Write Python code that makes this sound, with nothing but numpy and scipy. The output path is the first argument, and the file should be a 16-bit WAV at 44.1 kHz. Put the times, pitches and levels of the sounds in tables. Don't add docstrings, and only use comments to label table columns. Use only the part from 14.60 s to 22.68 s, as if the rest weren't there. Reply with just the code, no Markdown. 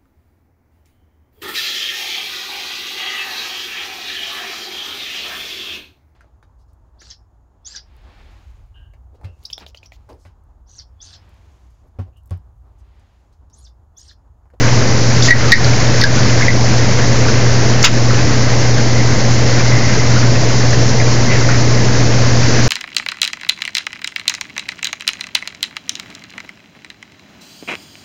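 import sys
import numpy as np
from scipy import signal
from scipy.fft import rfft, irfft, next_fast_len
from scipy.io import wavfile
from scipy.ndimage import uniform_filter1d, map_coordinates

SR = 44100
rng = np.random.default_rng(int(sys.argv[2]) if len(sys.argv) > 2 else 0)


def generate_wav(sig):
    pcm = np.round(np.clip(np.atleast_2d(sig).T, -1, 1) * 32767).astype(np.int16)
    wavfile.write(sys.argv[1], SR, pcm)


N = 356311
T = np.arange(N) / SR


def amp(db):
    return 10 ** (np.asarray(db) / 20)


def unit(x):
    return x / np.sqrt(np.mean(x ** 2) + 1e-20)


def noise(length=N):
    return rng.standard_normal(length)


def wobble(rate):
    return map_coordinates(noise(400), [T * rate + 2], mode="mirror")


def filtered(x, gain):
    m = next_fast_len(len(x) + 8192)
    hz = np.fft.rfftfreq(m, 1 / SR) + 0.0012
    return irfft(rfft(x, m) * gain(hz), m)[:len(x)]


def coloured(x, spectrum):
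    point_hz, point_db = np.transpose(spectrum)

    def gain(hz):
        return amp(np.interp(np.log(hz), np.log(point_hz), point_db, left=-120, right=-120))

    return unit(filtered(x, gain))


def add(track, s, sound):
    part = track[round(s * SR):][:len(sound)]
    part += sound[:len(part)]


# frequency in Hz, level in dB rms.
SHAFT_TONES = [(48.7, -33), (57.6, -30.5)]


def pump():
    mains_hz, hum_db, waver_db = 60.003, -13.5, 0.74
    hum = amp(hum_db + waver_db * wobble(6.5)) * np.sin(2 * np.pi * 2 * mains_hz * T)
    shafts = sum(amp(db) * np.sin(2 * np.pi * hz * T + 0.22 * wobble(1.4)) for hz, db in SHAFT_TONES)
    return np.sqrt(2) * (hum + shafts)


def bubbles(count, lo_hz, hi_hz, cycles, spread_db, rise):
    when, size, strength = rng.random((count, 3)).T[:, :, None]
    hz = lo_hz * (hi_hz / lo_hz) ** size
    k = np.arange(min(int(cycles * SR / lo_hz), 5000000 // count))
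    age = k / SR * hz / cycles
    gain = hz * amp(-spread_db * np.log(1 - .99 * strength))
    phase = 2 * np.pi * cycles * age * (1 + rise * age / 2)
    ring = gain * np.exp(-4 * age) * np.sin(phase)
    sample = (when * N).astype(int) + k
    return unit(np.bincount(sample.ravel(), ring.ravel(), N)[:N])


def wash(grains, spectrum, near_db):
    blur = coloured(noise(), spectrum)
    return unit(blur + amp(near_db) * coloured(grains, spectrum))


# time in seconds, burble level in dB before trim, foam level in dB before trim.
SURFACE_FLOW = [(0.0, -22, -23), (0.43, -24.5, -23), (0.83, -21, -22), (1.26, -22.5, -22.5),
                (4.19, -25, -24), (5.31, -23.5, -23), (5.71, -25, -23), (7.63, -24.5, -24),
                (8.08, -23, -21.5)]
# frequency in Hz, relative level in dB per Hz.
RUMBLE_COLOUR = [(12, -11), (25, -6.5), (45, -8.5), (60, -7.5), (75, 1), (97, 2), (140, 2), (175, -5.5),
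                 (260, -22.5), (600, -56)]
CHURN_COLOUR = [(100, -24), (175, -5), (220, 1.5), (290, -1.5), (380, -5), (450, -3), (620, -6.5),
                (780, -11), (1100, -14.5), (1600, -36), (3500, -39)]
BURBLE_COLOUR = [(600, -14), (1200, -7), (1550, -4), (1950, -4.5), (2300, -8), (2800, -13), (3600, -17),
                 (6000, -30.5)]
FOAM_COLOUR = [(1500, -8.5), (2700, -10), (3400, -12.5), (4200, -5.5), (5200, -2.5), (6300, -3.5),
               (7000, -9), (7600, -16)]


def jets():
    rumble_db, churn_db = -20.0, -18.0
    burble_trim_db, foam_trim_db = -0.36, 0.74
    s, burble_flow_db, foam_flow_db = np.transpose(SURFACE_FLOW)
    burble_db = np.interp(T, s, burble_flow_db) + burble_trim_db
    foam_db = np.interp(T, s, foam_flow_db) + foam_trim_db
    surge = wobble(9)

    rumble = coloured(noise(), RUMBLE_COLOUR)
    gurgles = bubbles(count=3000, lo_hz=161.7, hi_hz=1448, cycles=16.7, spread_db=2.5, rise=0.14)
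    churn = wash(gurgles, CHURN_COLOUR, near_db=-6)
    small = bubbles(count=6000, lo_hz=885, hi_hz=3656, cycles=18, spread_db=3.3, rise=0.15)
    burble = wash(small, BURBLE_COLOUR, near_db=-1.5)
    fizz = bubbles(count=24000, lo_hz=2520, hi_hz=7950, cycles=7.5, spread_db=3, rise=0.22)
    foam = wash(fizz, FOAM_COLOUR, near_db=-5)

    deep = rumble * amp(rumble_db + 1.0 * wobble(4.6)) + churn * amp(churn_db + .2 * wobble(12))
    surface = burble * amp(burble_db + 0.61 * surge + 1.0 * wobble(25))
    froth = foam * amp(foam_db + 0.21 * surge + .6 * wobble(30))
    return deep + surface + froth


# frequency in Hz, relative level in dB per Hz.
SIMMER_COLOUR = [(1700, -25.5), (1950, -3), (2050, 2), (2150, -4.5), (2400, -29)]
# time of the peak in seconds, level in dB, time constant of swell and fade in seconds.
SIMMER_PATCHES = [(4.399, -30.5, .13), (5.167, -26, 0.16), (6.72, -27, .05)]


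def simmer():
    swell = amp(-36.5)
    for s, db, fade_s in SIMMER_PATCHES:
        swell = swell + amp(db) * np.exp(-np.abs(T - s) / fade_s)
    return swell * coloured(noise(), SIMMER_COLOUR)


def shell(x, wet_db, t60):
    t = np.arange(SR // 4) / SR
    echoes = noise(len(t)) * amp(-60 * t / t60) * (t > .003)
    tail = unit(echoes) / np.sqrt(len(t))
    return np.pad(x, (0, len(t) - 1)) + amp(wet_db) * signal.fftconvolve(x, tail)


def spray(t, centre_hz, octaves):
    return unit(filtered(noise(len(t)), lambda hz: np.exp(-(np.log2(hz / centre_hz) / octaves) ** 2 / 2)))


def burst(length, centre_hz, octaves):
    t = np.arange(SR // 3) / SR
    rise = 1 - np.exp(-t / (0.072 * length))
    fade = np.exp(-(t / length) ** 2)
    return shell(spray(t, centre_hz, octaves) * rise * fade, wet_db=-6.0, t60=.08)


# start in seconds, relative level in dB,
# fade length to 1/e in seconds, centre pitch in Hz, bandwidth as a standard deviation in octaves.
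CRESTS = [(.626, -14.5, 0.027, 5500, .4), (.648, -12, .042, 5000, 1), (1.62, -18.5, .16, 224, .13),
          (3.228, -6, 0.005, 5900, 0.42), (3.243, 8.5, 0.017, 3280, 1.2), (3.239, -1, 0.031, 1750, .7),
          (6.701, -20, .07, 2020, 0.42), (6.892, -21.5, .08, 1750, .45)]
# start in seconds, relative level in dB.
DROPLET_SMACKS = [(0.623, -6.5), (.919, 4), (1.044, -11), (1.413, -4.5), (1.437, -5)]


def splashes():
    out = np.zeros(N)
    for s, db, length, centre_hz, octaves in CRESTS:
        add(out, s, amp(db) * burst(length, centre_hz, octaves))
    for s, db in DROPLET_SMACKS:
        add(out, s, amp(db) * burst(length=0.005, centre_hz=4430, octaves=0.27))
    return out


def stray_drops(count):
    rows = []
    for _ in range(count):
        s = rng.uniform(0, T[-1])
        db = -12 + 2 * rng.normal()
        hz = 1796 * 2 ** (.22 * rng.normal())
        rows.append((s, db, hz))
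    return rows


# start in seconds, relative level in dB, starting pitch in Hz.
NEAR_DROPS = [(.684, 1.5, 1910), (.707, 9.5, 1930), (.883, -7.5, 1185), (.920, 17.5, 1939),
              (1.420, -3, 1990), (1.439, -0.5, 1650), (1.809, -7.5, 1720), (1.822, -7.5, 2090),
              (1.882, -1.5, 1985), (5.562, -2, 1438), (6.70, -8.5, 2050), (6.889, -8.5, 1430)]


def plops():
    sag, sag_s = 0.07, 0.022
    slosh_db, spatter_db, spatter_hz = -5, -15, 4450
    tick_db, tick_s = -14, 0.0058
    out, t = np.zeros(N), np.arange(SR // 8) / SR
    for s, db, hz in list(NEAR_DROPS) + stray_drops(count=18):
        t60 = 0.031 * 2 ** (db / 19)
        pitch = hz * (1 - sag * (1 - np.exp(-t / sag_s)))
        tone = 1.04 * np.sin(2 * np.pi * np.cumsum(pitch) / SR)
        slosh = amp(slosh_db) * spray(t, hz, octaves=0.13)
        spatter = amp(spatter_db) * spray(t, spatter_hz, octaves=0.2)
        life = amp(-60 * t / t60) * (1 - np.exp(-t / 0.0006))
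        tick = amp(tick_db - 60 * t / tick_s) * noise(len(t))
        drop = (tone + slosh + spatter) * life + tick
        add(out, s, amp(db) * shell(drop, wet_db=-3, t60=0.115))
    return out


def scene():
    return (pump() + jets() + simmer() + splashes() + plops())[None]


def gain_control(x):
    limit_db, slope, release_s, lag_s = -12, 0.59, 0.041, 0.0043
    sensed = filtered(x, lambda hz: hz / np.hypot(hz, 500))
    level_db = 10 * np.log10(np.abs(uniform_filter1d(sensed ** 2, size=260)) + 1e-9)
    excess_db = np.maximum(level_db - limit_db, 0)
    recovery = np.exp(T / release_s)
    held_db = np.maximum.accumulate(excess_db * recovery) / recovery
    lag = np.exp(-1 / (lag_s * SR))
    cut_db = slope * signal.lfilter([1 - lag], [1, -lag], held_db)
    return x * amp(-cut_db)


def record(dry):
    offset, knee = -.298, 15
    band_hz, top_hz = 7330, 16000
    driven = gain_control(dry[0]) + offset
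    squashed = driven / (1 + np.abs(driven) ** knee) ** (1 / knee) - offset
    narrow = filtered(squashed, lambda hz: 1 / np.sqrt(1 + (hz / band_hz) ** 160))
    clipped = np.clip(narrow, -1 - offset, 1 - offset)
    return offset + filtered(clipped, lambda hz: hz < top_hz)[None]


dry = scene()
out = record(dry)
generate_wav(out)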